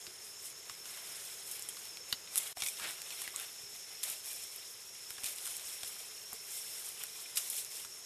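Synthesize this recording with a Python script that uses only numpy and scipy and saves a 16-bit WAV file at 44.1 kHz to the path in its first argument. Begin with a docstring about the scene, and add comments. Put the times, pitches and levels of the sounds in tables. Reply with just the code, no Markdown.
"""A stem snaps with a soft thud over steady, shrill insects: two gorillas in dense undergrowth, a few metres off.
One strips and snaps stems, the other walks through the plants. Breaks are dying bursts of noise, rings damped sines.
Leaves and litter are random contacts, hiss and ringing leaf modes; heavy steps press the litter in swells of noise.
Distant air is shaped noise and the insects narrow, wavering noise bands; two of the soft thuds are camera bumps.
The level dips briefly near 2.55 s; from that moment the insect bands have a different balance."""
import sys
import numpy as np
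from scipy import signal
from scipy.io import wavfile

SR = 44100
rng = np.random.default_rng(int(sys.argv[2]) if len(sys.argv) > 2 else 0)


def output_pcm(signal):
    """Save a mono or channel-first signal as 16-bit PCM at the path in sys.argv[1].

    Samples are clipped to [-1, 1] before scaling.
    """
    pcm = np.clip(np.atleast_2d(signal).T, -1, 1) * 32767
    wavfile.write(sys.argv[1], SR, np.round(pcm).astype(np.int16))


N = 355005   # samples, about 8.05 s


def from_db(db):
    """Decibels to gain."""
    return 10 ** (np.asarray(db) / 20)


def rms_one(x):
    """Scale to unit power."""
    return x / np.sqrt(np.mean(x ** 2) + 1e-20)


def in_time(rows):
    """Draw the second column of a breakpoint curve at every sample."""
    times_s, values = np.transpose(rows)
    return np.interp(np.arange(N) / SR, times_s, values)


def drift(rate_hz):
    """Smooth random wandering with spread 1: noise through a double pole, computed every 40 samples."""
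    pole = np.exp(-2 * np.pi * rate_hz * 40 / SR)
    noise = rng.standard_normal(N // 40 + 2002)
    slow = signal.lfilter([1], [1, -2 * pole, pole ** 2], noise)[2000:]   # skip the filter's start
    return np.interp(np.arange(N) / 40, np.arange(len(slow)), rms_one(slow))


def band(x, low_hz, high_hz, order=2):
    """Causal Butterworth band-pass."""
    edges = [low_hz, min(high_hz, .48 * SR)]
    return signal.sosfilt(signal.butter(order, edges, "band", fs=SR, output="sos"), x)


def white():
    """Plain noise."""
    return rng.standard_normal(N)


def coloured(excite, spectrum):
    """Weight roughly third-octave bands, each with its own excitation, by a spectrum; rms 1."""
    hz, db = np.transpose(spectrum)
    edges = np.geomspace(hz[0], hz[-1], int(3 * np.log2(hz[-1] / hz[0])) + 2)
    log_centres = np.log(edges[:-1] * edges[1:]) / 2
    gains = from_db(np.interp(log_centres, np.log(hz), db))
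    return rms_one(sum(g * band(excite(), low, high) for g, low, high in zip(gains, edges, edges[1:])))


def add(out, start_s, sound, level_db):
    """Place a short sound with the energy that level_db has over 10 ms."""
    at = int(start_s * SR)
    sound = sound * from_db(level_db) * np.sqrt(.01 * SR / np.sum(sound ** 2))
    out[at:at + len(sound)] += sound[:N - at]


FIRST_BREAK, FIRST_BREAK_T60_S = 1.8, 0.0029   # height of the first crack against the fibres, and its decay


def burst(length, t60_s, ragged_db):
    """A needle-sharp first break, then fibres giving way: a dense, uneven run of clicks that dies away."""
    t = np.arange(length) / SR
    fibres = from_db(ragged_db * rng.standard_normal(length) - 60 * t / max(t60_s, .002))
    first = FIRST_BREAK * from_db(-60 * t / FIRST_BREAK_T60_S)
    return rng.standard_normal(length) * (first + fibres)


# Stems and twigs snapping; all break, ring and thud levels are energies over 10 ms before scatter and final colour.
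# Columns: start_s, t60_s (of the crack), knock_db, crack_db, tick_db
STEM_SNAPS = [(.067, 0.023, -61, -49, -63), (0.6968, .014, -51, -46.5, -61),
              (.856, 0.025, -60.5, -51.5, -67), (.974, .02, -58.5, -56.5, -67.5),
              (1.513, .07, -75, -59, -42.5), (1.5945, .006, -80, -69, -47), (1.6882, .005, -63, -60, -43),
              (1.691, .06, -75, -60, -46), (1.769, .018, -58, -52, -64), (1.818, .018, -66, -54, -64),
              (1.855, .015, -63.5, -54, -64), (1.872, .015, -68, -58, -64), (1.9714, 0.015, -66, -49, -66),
              (2.1266, .012, -48, -42, -41), (2.3577, .006, -56.5, -45, -36),
              (2.3667, 0.043, -62, -52, -42), (2.3727, .02, -63, -43, -39),
              (2.378, 0.0083, -58, -48, -31.5), (2.3824, 0.032, -65, -49, -33),
              (2.571, 0.018, -57, -55, -57), (2.604, 0.048, -62, -46, -48), (2.621, 0.044, -50, -41, -46),
              (2.6349, 0.045, -65, -50, -50), (2.6632, .025, -62, -46, -45), (2.672, 0.075, -72, -52, -39),
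              (2.6855, 0.078, -67, -57, -38.5), (2.7981, 0.023, -50, -48, -64.5),
              (2.909, .02, -56, -59, -47), (3.0182, .005, -68, -49, -49), (3.1055, .004, -70, -49.5, -55),
              (3.218, .018, -56, -49, -43), (3.2772, 0.0078, -53.5, -50, -50),
              (3.361, 0.01, -63, -54, -39.5), (3.3981, .012, -66, -51, -45.5),
              (3.4098, .014, -63, -52, -59), (4.0324, .007, -58, -40.5, -43),
              (4.036, 0.033, -59, -43.5, -36.5), (4.0894, .025, -61, -57, -47),
              (4.0998, .014, -64, -56, -44), (4.561, .004, -70.5, -64, -47.5),
              (5.1049, .014, -54, -52.5, -47.5), (5.182, 0.033, -53, -52, -60),
              (5.2355, .02, -59, -50, -47), (5.2425, 0.035, -61, -44, -42), (5.258, 0.1, -62, -41, -41.5),
              (5.384, .02, -70, -50, -50), (5.455, .018, -66, -56, -45), (5.467, .012, -56, -52, -45),
              (5.4746, .015, -55, -51, -47), (5.567, .015, -70, -55, -45), (5.596, .012, -68, -52.5, -58),
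              (5.8322, 0.025, -57, -44.5, -48), (5.847, .014, -64, -56, -50.5),
              (6.331, .005, -64, -62, -44.5), (6.8883, 0.041, -71, -64, -45),
              (7.0304, 0.0055, -70, -63, -52), (7.0364, 0.011, -54, -55, -40), (7.3578, .19, -67, -48, -38),
              (7.3709, .04, -63, -38.5, -39), (7.3736, .03, -60, -44, -39), (7.3754, 0.1, -55, -40, -33),
              (7.5, 0.054, -76, -57, -37), (7.5663, .015, -75.5, -59, -42.5),
              (7.8486, 0.025, -55, -52.5, -53)]
# The bands of knock, crack and tick: low_hz, high_hz
SNAP_RANGES = [(950, 2340), (2500, 7700), (6500, 13600)]


def snaps():
    """Thick stems knock and crack, thin ones tick; the low part rings a little longer."""
    out = np.zeros(N)
    for start_s, t60_s, *levels in STEM_SNAPS:
        for (low, high), level_db, linger in zip(SNAP_RANGES, levels, (1.2, 1.0, .8)):
            fracture = burst(SR // 8, t60_s * linger, ragged_db=4.0)
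            add(out, start_s, band(fracture, low, high, order=3), level_db)
    return out


# One tough stem creaks in jerks as it tears: start_s, level_db, pitch_hz
STEM_CREAKS = [(2.6212, -42, 2280), (2.635, -48, 2280), (2.663, -45.5, 2300), (2.684, -47, 2400)]
# The stem's modes: pitch_multiple (ratio), relative_level_db, t60_s
STEM_MODES = [(1, 0, .011), (1.48, -4.5, 0.0077), (2.45, 0.5, 0.0044)]
CREAK_SLIP_T60_S = 0.02   # each jerk is a dying run of slips
CREAK_LOW_HZ, CREAK_HIGH_HZ = 2040, 7000   # the slips drive the thin stem only in this band


def creaks():
    """Every jerk of the tearing stem drives the same set of damped modes with a rough run of slips."""
    out, t = np.zeros(N), np.arange(SR // 8) / SR
    for start_s, level_db, pitch_hz in STEM_CREAKS:
        slips = burst(len(t), CREAK_SLIP_T60_S, ragged_db=5.5)
        slips = band(slips, CREAK_LOW_HZ, CREAK_HIGH_HZ, order=4)
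        for multiple, mode_db, t60_s in STEM_MODES:
            mode = np.cos(2 * np.pi * multiple * pitch_hz * t) * from_db(-60 * t / t60_s)
            add(out, start_s, signal.fftconvolve(slips, mode), level_db + mode_db)
    return out


# Short rings and hums of stems that bend, break or knock together: start_s, pitch_hz, level_db, t60_s
STEM_RINGS = [(.08, 362, -58, 0.17), (1.6882, 9800, -40.5, 0.0043), (1.69, 3240, -54, .05),
              (2.005, 502, -59, 0.16), (2.1272, 2950, -39, 0.014), (2.1261, 4000, -35.5, 0.012),
              (2.128, 4520, -36.5, 0.012), (2.358, 1310, -55, .05), (2.378, 3610, -45.5, 0.018),
              (2.571, 736, -51, 0.049), (2.622, 803, -56, 0.036), (3.277, 2000, -49.5, 0.011),
              (3.342, 1140, -54, 0.061), (5.833, 736, -56.5, 0.024), (6.328, 230, -64, .03),
              (6.33, 702, -59, .035), (6.342, 450, -60, .07), (6.328, 1121, -54, 0.0079),
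              (7.259, 2410, -54, 0.03), (7.375, 1745, -50, 0.03), (7.3719, 4890, -37.5, .012)]


def rings():
    """Damped modes of green wood, each a dying sine from a random phase."""
    out, t = np.zeros(N), np.arange(SR // 6) / SR
    for start_s, pitch_hz, level_db, t60_s in STEM_RINGS:
        tone = np.sin(2 * np.pi * (pitch_hz * t + rng.random()))
        add(out, start_s, tone * from_db(-60 * t / t60_s), level_db)
    return out


TWIGS_PER_S, TWIG_T60_S = 10.0, .009   # small twigs that give way by chance
TWIG_DB, TWIG_SPREAD_DB = -6.5, 5.5   # mean level against the litter's curve, and its scatter
TWIG_LOW_HZ, TWIG_HIGH_HZ = 1800, 5950   # range of the lower edge of a twig's octave


def twigs(litter_db):
    """Small twigs snap at random, each in an octave of its own, louder while the litter is being crushed."""
    out = np.zeros(N)
    for at in np.flatnonzero(rng.random(N) < TWIGS_PER_S / SR):
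        low_hz = TWIG_LOW_HZ * (TWIG_HIGH_HZ / TWIG_LOW_HZ) ** rng.random()
        crack = band(burst(SR // 16, TWIG_T60_S, ragged_db=8.0), low_hz, 2 * low_hz)
        level_db = litter_db[at] + TWIG_DB + TWIG_SPREAD_DB * rng.standard_normal()
        add(out, at / SR, crack, level_db)
    return out


STALKS_PER_S, STALK_T60_S = 12, 0.0037   # leaf stalks that tick by chance among the green leaves
STALK_DB, STALK_SPREAD_DB = -8.5, 4   # mean level against the leaves' curve, and its scatter
STALK_LOW_HZ, STALK_HIGH_HZ = 5470, 13000   # the band of such a tick


def stalks(leaf_db):
    """Thin leaf stalks give needle-sharp ticks at random, louder while the leaves are being pushed."""
    out = np.zeros(N)
    for at in np.flatnonzero(rng.random(N) < STALKS_PER_S / SR):
        tick = band(burst(SR // 32, STALK_T60_S, ragged_db=9.0), STALK_LOW_HZ, STALK_HIGH_HZ)
        level_db = leaf_db[at] + STALK_DB + STALK_SPREAD_DB * rng.standard_normal()
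        add(out, at / SR, tick, level_db)
    return out


# Soft thuds: weight on soft ground, stems letting go; near 3.64 and 3.73 s the camera is bumped.
# Columns: start_s, level_db, t60_s (of the puff)
SOFT_THUDS = [(0.074, -62, 0.11), (0.697, -62, 0.048), (2.126, -54.5, 0.056), (2.572, -61, 0.07),
              (2.622, -58, 0.15), (2.817, -62, 0.19), (3.277, -64, 0.044), (3.635, -65, .044),
              (3.731, -67, .066), (5.105, -63, .06), (5.182, -67, 0.061), (5.235, -59, 0.072),
              (5.832, -62.5, 0.082), (6.327, -67, .05), (7.372, -64, .08), (7.85, -66, 0.042)]
# Spectrum of the puff of noise: frequency_hz, relative_level_db (per Hz)
PUFF_COLOUR = [(110, -4), (200, 10), (400, 4), (750, 1), (1400, -31)]


def thuds(push_hz, push_t60_s, puff_db):
    """A soft blow: one dull, damped low sine and a short, dying puff of noise."""
    out, noise = np.zeros(N), coloured(white, PUFF_COLOUR)
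    t = np.arange(SR // 4) / SR
    push = rms_one(np.sin(2 * np.pi * push_hz * t) * from_db(-60 * t / push_t60_s))
    for start_s, level_db, t60_s in SOFT_THUDS:
        cut = rng.integers(N - len(t))   # a random piece of the noise each time
        puff = rms_one(noise[cut:cut + len(t)] * from_db(-60 * t / t60_s))
        add(out, start_s, band(push + from_db(puff_db) * puff, 45, 3000), level_db)
    return out


def undergrowth(x, t60_s, wet_db):
    """Stems and leaves scatter a short, diffuse tail that starts after 2 ms."""
    t = np.arange(SR // 3) / SR
    tail = rng.standard_normal(len(t)) * from_db(-60 * t / t60_s) * (t > .002)
    tail = tail / np.sqrt(np.sum(tail ** 2))
    return x + from_db(wet_db) * signal.fftconvolve(x, tail)[:N]


def swells(rows, rise_s, settle_s):
    """Power over time of movements (start_s, length_s, level_db) that rise smoothly, hold and die away."""
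    t, power = np.arange(N) / SR, 1e-8
    for start_s, length_s, level_db in rows:
        rise = .5 + .5 * np.tanh((t - start_s) / (2 * rise_s))
        settle = np.exp(-np.clip((t - start_s - length_s) / settle_s, 0, 20))
        power = power + (from_db(level_db) * rise * settle) ** 2
    return power


# An arm or body pushes through the plants: green leaves brush, dry litter is crushed.
# Columns: start_s, length_s, leaf_db, litter_db (both before the layer trims)
PLANT_PUSHES = [(0.239, .026, -53, -64), (0.411, 0.061, -48.5, -64), (.655, 0.062, -56.5, -60),
                (.85, 0.13, -51, -57), (1.027, .27, -52.5, -59), (1.464, .11, -48.5, -64),
                (2.079, 0.033, -50, -54), (2.33, .14, -45, -53), (2.6, 0.059, -42.5, -52),
                (2.804, .09, -48, -49), (3.065, .08, -51.5, -54), (3.184, .06, -47.5, -51),
                (3.358, 0.061, -47.5, -52), (3.71, 0.052, -56.5, -58), (3.895, .026, -53.5, -55.5),
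                (4.03, .1, -43, -51), (4.243, 0.076, -44.5, -56), (4.343, .1, -49, -60),
                (5.1, .024, -52, -59), (5.229, .06, -44, -52), (5.42, 0.089, -46.5, -55),
                (5.61, .126, -50, -59), (5.837, 0.088, -50, -58.5), (5.96, .07, -51, -58.5),
                (6.29, 0.056, -53, -59.5), (6.476, .14, -45.5, -59), (6.655, .24, -47.5, -57.5),
                (6.99, .026, -50.5, -50.5), (7.157, 0.061, -51.5, -61), (7.365, .11, -44, -56),
                (7.507, .08, -41, -56), (7.713, 0.087, -45.5, -56)]
PUSH_RISE_S, PUSH_SETTLE_S = .014, .051   # plants bend quickly and settle more slowly
# The plants never quite rest between pushes: time_s, leaf_db (before the layer trims)
PLANT_STIR = [(0.0, -55.0), (0.529, -57.5), (1.379, -51.0), (1.87, -51.5), (2.076, -59.5), (2.608, -49.0),
              (3.736, -53.5), (4.573, -51.5), (4.928, -54.0), (5.457, -48.0), (6.247, -52.5),
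              (7.273, -51.0), (8.05, -54.5)]
STIR_LITTER_DB = -6.5   # the litter's part in that, against the leaves'


def movement():
    """Level curves in dB of the leaves and of the litter: pushes on top of a constant stirring."""
    stir_db = in_time(PLANT_STIR)
    leaf_rows = [(start_s, length_s, leaf_db) for start_s, length_s, leaf_db, _ in PLANT_PUSHES]
    litter_rows = [(start_s, length_s, litter_db) for start_s, length_s, _, litter_db in PLANT_PUSHES]
    leaf_power = swells(leaf_rows, PUSH_RISE_S, PUSH_SETTLE_S) + from_db(stir_db) ** 2
    litter_power = swells(litter_rows, PUSH_RISE_S, PUSH_SETTLE_S) + from_db(stir_db + STIR_LITTER_DB) ** 2
    return 10 * np.log10(leaf_power), 10 * np.log10(litter_power)


def grains(per_s, spread_db):
    """Tiny contacts at random moments, many weak and a few strong; rms 1."""
    at = np.flatnonzero(rng.random(N) < per_s / SR)
    strength = from_db(spread_db * np.minimum(rng.exponential(1, len(at)), 4))
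    out = np.zeros(N)
    out[at] = strength * rng.choice([-1, 1], len(at))
    return rms_one(out) + 1e-18   # the offset keeps the filters out of denormals


def foliage(level_db, spectrum, per_s, spread_db, clump_db, flutter_db, hiss):
    """Clumped contacts, denser as the push grows, over sliding hiss; each band flutters on its own."""
    rate = per_s * from_db((level_db - np.median(level_db)) / 2)
    shared = grains(rate, spread_db)   # sharp contacts reach every band at once

    def excite():
        """Shared and separate contacts plus the hiss of sliding blades, with a flutter of their own."""
        contacts = shared + grains(rate, spread_db) + hiss * white()
        return contacts * from_db(flutter_db * drift(24.6))

    clumped = coloured(excite, spectrum) * from_db(clump_db * drift(30))
    return from_db(level_db) * rms_one(clumped)


MODE_SHARE = .15   # share of the leaf modes that one buckling sets ringing


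def crinkle(level_db, low_hz, high_hz, per_s, spread_db, cycles, count):
    """Single leaves buckle; each buckling rings a few modes that fall 60 dB in the given cycles."""
    pops, out = grains(per_s, spread_db), 0
    at = np.flatnonzero(np.abs(pops) > 1e-9)
    for hz in np.geomspace(low_hz, high_hz, count):
        struck = np.full(N, 1e-18)
        chosen = rng.random(len(at)) < MODE_SHARE
        struck[at] = pops[at] * rng.standard_normal(len(at)) * chosen
        radius, angle = from_db(-60 * hz / (cycles * SR)), 2 * np.pi * hz / SR
        resonator = [1, -2 * radius * np.cos(angle), radius ** 2]
        out = out + np.sqrt(hz) * signal.lfilter([0, np.sin(angle)], resonator, struck)
    return from_db(level_db) * rms_one(out)


# Spectrum of brushing green leaves: frequency_hz, relative_level_db (per Hz)
GREEN_COLOUR = [(2000, -13), (4000, -8), (6000, -1), (8000, 0.5), (10000, 0), (13500, -1)]


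def leaves(leaf_db):
    """Green blades brush and hiss, and buckling leaves ring brightly on top."""
    brush = foliage(leaf_db, GREEN_COLOUR, per_s=1400, spread_db=1.0, clump_db=1.3, flutter_db=1.06, hiss=1.2)
    ringing = crinkle(leaf_db - 11.5, 6500, 12900, per_s=400, spread_db=2.5, cycles=310, count=30)
    return from_db(-1.9) * brush + ringing


# Spectrum of crushed dry litter: frequency_hz, relative_level_db (per Hz)
DRY_COLOUR = [(300, -14.5), (680, -1.5), (950, -6.5), (1700, -4), (2500, -1.5), (3700, 1.5), (5500, -10.5),
              (9000, -8)]


def litter(litter_db):
    """Dry leaves crackle in sparser contacts, and their buckling rings lower."""
    crush = foliage(litter_db, DRY_COLOUR, per_s=400, spread_db=3.0, clump_db=0.85, flutter_db=1.85, hiss=0.66)
    ringing = crinkle(litter_db - 6.5, 2051, 4295, per_s=240, spread_db=2.5, cycles=180, count=24)
    return from_db(-3.0) * crush + ringing


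# Weight shifts and grinds the litter: start_s, length_s, level_db (before the layer trim)
WEIGHT_TREADS = [(.842, 0.38, -60), (2.404, .12, -61), (2.815, 0.036, -45.5), (2.934, 0.38, -62.5),
                 (3.334, 0.092, -55.5), (4.037, 0.064, -59), (5.221, 0.038, -62.5), (7.348, 0.046, -57.5),
                 (7.448, 0.18, -67.5)]
TREAD_RISE_S, TREAD_SETTLE_S = .024, .048
# Spectrum of pressed litter: frequency_hz, relative_level_db (per Hz)
PRESSED_COLOUR = [(100, -10), (280, -18.5), (400, -9), (800, -11.5), (1500, -4), (2400, -4), (5000, -11)]


def treads():
    """Heavy steps press many litter contacts together into a dull, uneven grind."""
    tread_db = 10 * np.log10(swells(WEIGHT_TREADS, TREAD_RISE_S, TREAD_SETTLE_S))
    grind = foliage(tread_db, PRESSED_COLOUR, per_s=700, spread_db=4.0, clump_db=0.7, flutter_db=2.0, hiss=0.95)
    return from_db(-2.5) * grind


# Insect chorus, before and after BREAK_S: centre_hz, width_hz, before_db, after_db (before waver and final colour)
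INSECT_BANDS = [(5056, 69, -63, -64), (5255, 53, -75, -60.5), (5357, 61, -59, -60.5),
                (5580, 54, -68.5, -61), (5560, 1300, -65, -62), (6516, 210, -60.5, -62),
                (6670, 1040, -60, -61)]
BREAK_S = 2.545   # moment at which the balance of the bands switches


def insects(waver_db):
    """Many far callers blur into noise bands, most of them narrow, that waver in level."""
    early, out = np.arange(N) / SR < BREAK_S, 0
    for hz, width_hz, before_db, after_db in INSECT_BANDS:
        chorus = rms_one(band(white(), hz - width_hz / 2, hz + width_hz / 2))
        level_db = np.where(early, before_db, after_db) + waver_db * drift(8.6)
        out = out + chorus * from_db(level_db)
    return out


# Spectrum of the distant air and leaves: frequency_hz, relative_level_db (per Hz)
AIR_COLOUR = [(25, -46), (50, -9), (85, -2.5), (200, -2), (275, -12), (360, 2), (430, 6), (540, -2),
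              (700, -4), (950, -2.5), (2000, -1.5), (5000, -5.5), (13500, -12.5)]
# Their slow level: time_s, level_db (before the final colour)
AIR_LEVEL = [(0, -60.5), (2.5, -59.5), (2.6, -60.5), (4.8, -62), (5.5, -60.5), (8.05, -61.5)]


def forest():
    """Distant air and leaves merge into steady noise with a slowly moving level."""
    return from_db(in_time(AIR_LEVEL)) * coloured(white, AIR_COLOUR)


def scene():
    """The animals in the plants, with the forest behind them."""
    leaf_db, litter_db = movement()
    breaks = snaps() + creaks() + rings() + twigs(litter_db) + stalks(leaf_db)
    blows = thuds(push_hz=103, push_t60_s=0.023, puff_db=-3.5)
    near = undergrowth(breaks + blows, t60_s=0.066, wet_db=-8.0)
    plants = leaves(leaf_db) + litter(litter_db) + treads()
    background = insects(waver_db=1.97) + forest()
    return (near + plants + background)[None]


# The brief dip in level: time_s, gain_db
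LEVEL_DIP = [(2.527, 2), (2.533, -16), (2.547, -25), (2.556, -13), (2.571, 1.5)]
# Peaks and notches of the overall colour: centre_hz, width_hz, gain_db
OVERALL_COLOUR = [(3550, 310, 2), (4735, 640, -3.5), (6210, 180, -5.5), (6510, 410, -3), (8620, 310, 3.5),
                  (10140, 710, 3.5), (11450, 710, -3)]
CUTOFF_HZ = 13480   # steep top cut


def record(dry):
    """Dip the level briefly, then colour with narrow peaks and notches and a steep top cut."""
    x = dry * from_db(in_time(LEVEL_DIP))
    for hz, width_hz, gain_db in OVERALL_COLOUR:
        angle, gain = 2 * np.pi * hz / SR, from_db(gain_db / 2)
        alpha, cosine = np.sin(angle) * width_hz / hz / 2, np.cos(angle)
        numerator = [1 + alpha * gain, -2 * cosine, 1 - alpha * gain]
        denominator = [1 + alpha / gain, -2 * cosine, 1 - alpha / gain]
        x = signal.lfilter(numerator, denominator, x)
    return signal.sosfilt(signal.ellip(12, .2, 75, CUTOFF_HZ, fs=SR, output="sos"), x)


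dry = scene()
out = record(dry)
output_pcm(out)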